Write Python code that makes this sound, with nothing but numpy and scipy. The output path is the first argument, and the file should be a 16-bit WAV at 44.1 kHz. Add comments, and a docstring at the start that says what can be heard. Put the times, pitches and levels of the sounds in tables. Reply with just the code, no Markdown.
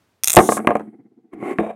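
"""Bright clacks ring out in a small, quiet room as two tossed, polished magnets collide in the air.
They land on a table, exciting its modes, and attraction makes them chatter ever faster into a buzz.
Stuck together, they tumble and rock to rest with a dull rumble; then stick-slip friction sounds the
table as they are dragged over it and grabbed by a hand. The microphone sits on the table and
overloads on the hardest knocks."""
import sys
import numpy as np
from scipy import signal
from scipy.fft import rfft, irfft
from scipy.io import wavfile

SR = 44100
rng = np.random.default_rng(int(sys.argv[2]) if len(sys.argv) > 2 else 0)


def generate_wav(signal):
    """Clip the signal to [-1, 1] and save it as 16-bit WAV at the path in sys.argv[1]."""
    frames = np.transpose(np.atleast_2d(signal))
    scaled = np.clip(frames, -1, 1) * 32767
    pcm = np.round(scaled).astype(np.int16)
    wavfile.write(sys.argv[1], SR, pcm)


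N = 77175

# spectrum of one small bounce (frequency [Hz], level [dB])
BOUNCE_SPECTRUM = [(300, -20), (3000, -20), (3600, -11), (4600, -14.5), (6500, -3), (9500, 0), (15000, -16)]


def undb(db):
    """Amplitude ratio of a level in decibels."""
    return 10 ** (np.asarray(db) / 20)


def unit(x):
    """Normalisation to rms 1."""
    return x / np.sqrt(np.mean(x ** 2))


def fade(t60, size=16384):
    """Exponential damping: 60 dB in t60 seconds."""
    return np.exp(-np.log(1000) * np.arange(size) / SR / t60)


def add(out, s, x):
    """Superposition of x onto out at s seconds."""
    i = max(int(s * SR), 0)
    out[i:i + len(x)] += x[:max(len(out) - i, 0)]


def through(x, response):
    """Convolution with an impulse response."""
    return signal.fftconvolve(x, response)[:len(x)]


def colour(x, points, size=2048):
    """Minimum-phase filtering through (frequency [Hz], level [dB]) points."""
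    hz, db = np.array(points, float).T
    f = np.maximum(np.fft.rfftfreq(size, 1 / SR), 1)
    cepstrum = irfft(np.log(undb(np.interp(np.log(f), np.log(hz), db))))
    cepstrum[1:size // 2] *= 2
    cepstrum[size // 2 + 1:] = 0
    return through(x, irfft(np.exp(rfft(cepstrum))))


def soften(x, hz):
    """Low-pass filtering: a softer contact excites less treble."""
    return signal.sosfilt(signal.butter(2, min(hz, SR / 2 - 1), fs=SR, output="sos"), x)


def ring(modes, scatter_db=0, detune=0, size=16384):
    """Free vibration: damped modes of alternating sign, with optional scatter in level and pitch."""
    t, chance = np.arange(size) / SR, rng.standard_normal((len(modes), 2))
    out = np.zeros(size)
    for k, ((hz, db, t60), (loud, sharp)) in enumerate(zip(modes, chance)):
        tone = np.sin(2 * np.pi * hz * (1 + detune * sharp) * t)
        out += (-1) ** k * undb(db + scatter_db * loud) * fade(t60) * tone
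    return out


def burst(t60):
    """Exponentially damped white noise."""
    envelope = fade(t60)
    return envelope * rng.standard_normal(len(envelope))


def swell(curve):
    """Amplitude envelope through (time [s], level [dB]) points, silent outside them."""
    s, db = np.array(curve, float).T
    return undb(np.interp(np.arange(N) / SR, s, db, left=-np.inf, right=-np.inf))


def room_tone():
    """Ambient noise: a faint, bass-heavy floor that sinks as the scene goes on."""
    # noise spectrum (frequency [Hz], level [dB])
    spectrum = [(30, -18), (95, 0), (1500, -14.5), (15000, -31)]
    # noise envelope (time [s], level [dB])
    envelope = [(0, -64), (.8, -79.5), (1.8, -83)]
    return swell(envelope) * unit(colour(rng.standard_normal(N), spectrum))


def clacks():
    """Impulse excitation: each collision in the air starts all modes at once; the table reflects it."""
    # collisions (time [s], level [dB], gain of the low modes [dB], mode of the meeting faces [Hz])
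    collisions = [(0.2361, -2, -1.5, 6160), (0.2437, 3.5, -6.5, 6230), (0.2573, -14.5, -11.5, 6800),
                  (0.2746, 4, -0.5, 6790), (0.2824, 3.5, 0, 7050), (0.2982, -0.5, 1.5, 7000),
                  (0.3039, 2.5, -0.5, 6760), (0.3191, -5.5, -5, 7450), (.3320, 1, -9, 7700),
                  (.3372, -2, -5.5, 7850), (0.351, -7.5, -6, 7800), (0.3603, -2.5, -1, 7000),
                  (0.3660, -3, -4.5, 10000)]
    # modes of the magnets (frequency [Hz], level [dB], t60 [s])
    magnet_modes = [(1410, -17, 0.0018), (2520, -14.5, 0.005), (3635, -12, 0.0055), (8927, 1, 0.0021),
                    (11560, -2.5, 0.0022), (14000, -9.5, 0.002)]
    face_db, face_t60_s, low_below_hz, detune = -0.5, 0.0027, 4500, 0.018
    reflection_s, reflection_db = 0.0015, -11.5
    out = np.zeros(N)
    for s, db, low_db, face_hz in collisions:
        modes = [(hz, level + low_db * (hz < low_below_hz), t60) for hz, level, t60 in magnet_modes]
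        modes.append((face_hz, face_db, face_t60_s))
        clack = undb(-20) * colour(burst(t60=0.033), BOUNCE_SPECTRUM)  # grit under the ring
        t = np.arange(len(clack)) / SR
        onset = np.where(t > 0, 1, .5)
        for (hz, level, t60), sharp in zip(modes, rng.standard_normal(len(modes))):
            clack += undb(level) * fade(t60) * np.cos(2 * np.pi * hz * (1 + detune * sharp) * t) * onset
        clack = undb(db) * soften(clack, hz=15000)
        add(out, s, clack)
        add(out, s + reflection_s, undb(reflection_db) * clack)
    return out


def reverberation(x):
    """Diffuse field: the room's reflections build up, then decay at their own rate in each band."""
    # reverberant bands (centre frequency [Hz], level [dB], t60 [s])
    bands = [(95, -30.5, 0.13), (235.5, -26, 0.27), (695.6, -25.5, 0.18), (1850, -24, 0.21),
             (4900, -24.5, 0.38), (11500, -14.5, 0.44)]
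    centres = np.array(bands)[:, 0]
    edges = np.r_[20, np.sqrt(centres[1:] * centres[:-1]), SR / 2]
    f, t, tail = np.fft.rfftfreq(N, 1 / SR), np.arange(N) / SR, np.zeros(N)
    build_up = 1 - np.exp(-(t / 0.0023) ** 2)
    for lo, hi, (_, db, t60) in zip(edges, edges[1:], bands):
        noise = irfft(rfft(rng.standard_normal(N)) * (f > lo) * (f <= hi), N)
        band = noise * fade(t60, size=N) * build_up
        tail += undb(db) * band / np.linalg.norm(band)
    return through(x, tail)


def knocks():
    """Modal response of a struck plate: the table rings and thumps under a tick of contact."""
    # impacts (time [s], level [dB], hardness cutoff [Hz], relative thump [dB], tick level [dB],
    # pitch the struck spot favours [Hz], share of the ring time left by the contact [ratio])
    impacts = [(0.345, -16.5, 1210, -19, -47, 690, 0.64), (0.3679, 18, 1180, 4.5, 3, 670, 0.67),
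               (0.3758, 8.5, 990, -1, -28, 600, 0.74), (0.3875, 9, 1110, -15, -24, 704, 1),
               (0.4036, -3.5, 2100, -12, -17, 981, 0.67), (0.4891, 3.5, 1118, -18, -24, 613, 0.88),
               (0.5212, -7.5, 2040, -28, -23.5, 1160, 0.73), (0.5694, -11.5, 1190, -19, -40, 402, 0.66),
               (0.575, -12, 1960, -25, -55, 1180, 1), (0.592, -15, 1160, -34, -40, 380, 0.83),
               (.601, -15.5, 1080, -20, -55, 330, 1), (0.647, -17, 1000, -14, -58, 402, 1),
               (.6720, 4.5, 2450, -31.5, -12, 1120, 0.64), (0.689, -3.5, 940, -30, -37, 545, 1),
               (0.706, -4.5, 1150, -33, -29, 799, 0.66), (0.7161, -8, 1100, -18, -45, 784, 0.98),
               (0.754, -2, 1092, -24, -25.5, 595, .8), (.7685, -23.5, 2500, -16, -35.5, 1800, 0.48),
               (0.7964, -20.5, 1600, -22, -43, 348, 0.85), (0.806, -19, 1000, -12.5, -48, 333, 0.63),
               (.8160, -23, 793, -3, -52, 301.3, 1), (1.333, -25, 600, 1.5, -65, 281.7, 1),
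               (1.426, -13, 610, -29, -65, 360, 1), (1.5854, -10, 2570, -25, -33.5, 2200, 0.54),
               (1.587, 3, 524, -11, -55, 320, 0.86), (1.605, -6.5, 444, -25, -59, 315, 0.8),
               (1.665, -15, 800, -28, -57, 686, 0.61)]
    # modes of the table (frequency [Hz], level [dB], t60 [s])
    table_modes = [(214, -16, 0.41), (291.2, -15, 0.15), (329.8, -11, 0.077), (401, -15, 0.14),
                   (438.4, -7, 0.087), (579.7, -7.5, 0.046), (614, -15, 0.027), (718, 1, 0.037),
                   (900, -18, 0.04), (1065, -1, 0.04), (1196, -1, 0.037), (1258, -7.5, 0.041),
                   (1651, -6.5, 0.047), (1820, -15.5, 0.034), (2180, -10, 0.045), (2648, -10, 0.024)]
    # sway of the whole table (frequency [Hz], level [dB], t60 [s])
    sway_modes = [(64, -18, 0.065), (124, -33, 0.097)]
    # dense rattle of the board (frequency [Hz], level [dB])
    rattle_spectrum = [(100, -13), (250, 9), (700, 6.5), (1200, 3), (2400, -1), (3300, -10.5), (4800, -23),
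                       (9000, -40.5)]
    knock_db, rattle_db, spot_db_per_octave = -3, 5, 7.5
    out = np.zeros(N)
    for s, db, hard_hz, thump_db, tick_db, spot_hz, ring_share in impacts:
        modes = [(hz, level - spot_db_per_octave * abs(np.log2(hz / spot_hz)), ring_share * t60)
                 for hz, level, t60 in table_modes]
        board = ring(modes, scatter_db=1.2, detune=.006)
        board += undb(rattle_db) * colour(burst(t60=ring_share * .024), rattle_spectrum)
        thump = undb(thump_db) * ring(sway_modes)
        add(out, s, undb(knock_db + db) * (soften(board, hard_hz) + thump))
        add(out, s, undb(tick_db) * colour(burst(t60=0.0048), BOUNCE_SPECTRUM))
    return out


def rocking():
    """Rolling noise: the pair's dull rumble swells into a soft bump at each half turn."""
    # rumble envelope (time [s], level [dB])
    envelope = [(.36, -33), (.42, -34), (.62, -34.5), (.72, -34.5), (.82, -52), (.86, -52.5), (1.0, -62.5),
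                (1.1, -68), (1.3, -65), (1.36, -37.5), (1.74, -55.5)]
    # rumble spectrum (frequency [Hz], level [dB])
    spectrum = [(40, -43), (85, -37), (125, -2.5), (165, -10.5), (215, 6), (300, 5), (460, -2),
                (570, -25.5), (740, -8.5), (950, -25), (1750, -30.5), (2100, -21), (2700, -44),
                (3500, -53.5), (9000, -60)]
    # bumps of the joined pair (time [s], level [dB], hardness cutoff [Hz])
    half_turns = [(.882, -40, 2590), (.942, -43, 2382), (1.001, -45.5, 1980), (1.062, -51.5, 2016),
                  (1.122, -56, 1400), (1.187, -51.5, 1303), (1.254, -54.5, 1504)]
    t, width_s = np.arange(N) / SR, 0.013
    rumble = unit(colour(rng.standard_normal(N), spectrum))
    bumps = sum(undb(db) * np.exp(-((t - s) / width_s) ** 2) * soften(rumble, hz)
                for s, db, hz in half_turns)
    return swell(envelope) * rumble + bumps


def buzz(size=16):
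    """Inelastic bouncing: attraction shortens the bounces until the clicks fuse into a pitch and die."""
    # course of the buzz; the table's reflection shifts as the pair turns
    # (time [s], level [dB], reflection lag [s], reflection gain [dB], treble cutoff [Hz])
    course = [(.385, -12, 0.00034, -6, 13000), (.48, -13, 0.00031, -4.5, 14000),
              (0.522, -8.5, .00012, -15, 15000), (0.57, -15, 0.000081, -10, 12000),
              (0.593, -35, 0.00012, -13.5, 10000)]
    # pace, wavering as the pair turns (time [s], bounce rate [1/s])
    pace = [(.385, 242), (.402, 275), (.411, 225), (.423, 224), (.433, 264), (.448, 282), (.463, 250),
            (.476, 347), (.485, 294), (.498, 340), (.51, 395), (.519, 460), (.528, 450), (.538, 505),
            (.549, 520), (.566, 620), (.573, 1200), (.582, 930), (.594, 2200)]
    gain_db, scatter_db, jitter = 10, 0.8, 0.012
    times, *controls = np.array(course).T
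    out, s, taps = np.zeros(N), times[0], np.arange(size) - size // 2
    for late, loud in rng.standard_normal((N // 100, 2)):
        if s > times[-1]:
            break
        db, lag, reflection_db, edge_hz = (np.interp(s, times, column) for column in controls)
        for arrival, path_db in ((s, 0), (s + lag, reflection_db)):
            impulse = np.sinc(taps - arrival * SR % 1) * np.hanning(size)  # timed between samples
            click = soften(np.pad(impulse, (0, size)), edge_hz)
            add(out, arrival, click * undb(gain_db + db + path_db + scatter_db * loud))
        s += (1 + jitter * late) / np.interp(s, *np.array(pace).T)
    return colour(out, BOUNCE_SPECTRUM)


def drag(envelope, modes, scrape_db, edge_hz):
    """Stick-slip friction: tiny random slips excite the table's resonances, with a faint dry scrape."""
    slips_per_s, spread_db, band_hz = 7000, 1, (146, 3200)
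    slipping = rng.random(N) < slips_per_s / SR
    slips = slipping * rng.standard_normal(N) * undb(spread_db * rng.standard_normal(N))
    bandpass = signal.butter(3, band_hz, "bandpass", fs=SR, output="sos")
    body = signal.sosfilt(bandpass, through(slips, ring(modes)))
    # scrape spectrum (frequency [Hz], level [dB])
    spectrum = [(500, -30), (2500, 14), (5000, -3.5), (7000, 8), (9500, 11.5), (12000, 5), (15500, -9)]
    scrape = soften(colour(slips, spectrum), edge_hz)
    return swell(envelope) * (unit(body) + undb(scrape_db) * unit(scrape))


def hand_drags():
    """Forced vibration: two drags of the pair drive the table, each with its own resonances."""
    # envelope of each drag (time [s], level [dB])
    first_envelope = [(1.31, -74.5), (1.338, -31.5), (1.36, -57), (1.41, -37), (1.44, -28.5),
                      (1.475, -23.5), (1.525, -24), (1.54, -32), (1.546, -40), (1.58, -43)]
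    second_envelope = [(1.585, -39), (1.598, -16.5), (1.62, -30), (1.64, -24.5), (1.658, -30.5),
                       (1.668, -27.5), (1.69, -32), (1.708, -27.5), (1.722, -41), (1.75, -50)]
    # resonances of each drag (frequency [Hz], level [dB], t60 [s])
    first_modes = [(267.4, 0, 0.091), (401, 3.5, 0.061), (761, -3, 0.032), (1097, -6, 0.05),
                   (1460, -5.5, 0.006), (1670, -15, 0.031), (2134, -3, 0.015), (3160, -30, 0.016)]
    second_modes = [(250, -10, 0.081), (429, 2.5, 0.041), (653, 12, 0.025), (970, 4.5, 0.013),
                    (1094, 1, 0.021), (1810, -2.5, 0.0059), (2350, -4.5, 0.011), (3740, -16.5, 0.018)]
    first = drag(first_envelope, first_modes, scrape_db=-31, edge_hz=16000)
    second = drag(second_envelope, second_modes, scrape_db=-34.5, edge_hz=13000)
    return first + second


def scene():
    """Direct and reverberant sound add; the buzz lies close to the microphone and stays drier."""
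    near = buzz()
    table = knocks() + rocking() + hand_drags()
    in_flight = clacks()
    reverberant = reverberation(in_flight + undb(-1.5) * table + undb(-8.5) * near)
    return (in_flight + table + near + reverberant + room_tone())[None]


def record(dry):
    """Band limiting and overload: the lowest bass is filtered away, the microphone clips at full scale and cuts
    the top."""
    low_cut = signal.butter(3, 58, "highpass", fs=SR, output="sos")
    top_cut = signal.ellip(10, .1, 70, 15900, fs=SR, output="sos")
    clipped = np.clip(signal.sosfilt(low_cut, dry), -1, 1)
    return signal.sosfilt(top_cut, clipped)


dry = scene()
out = record(dry)
generate_wav(out)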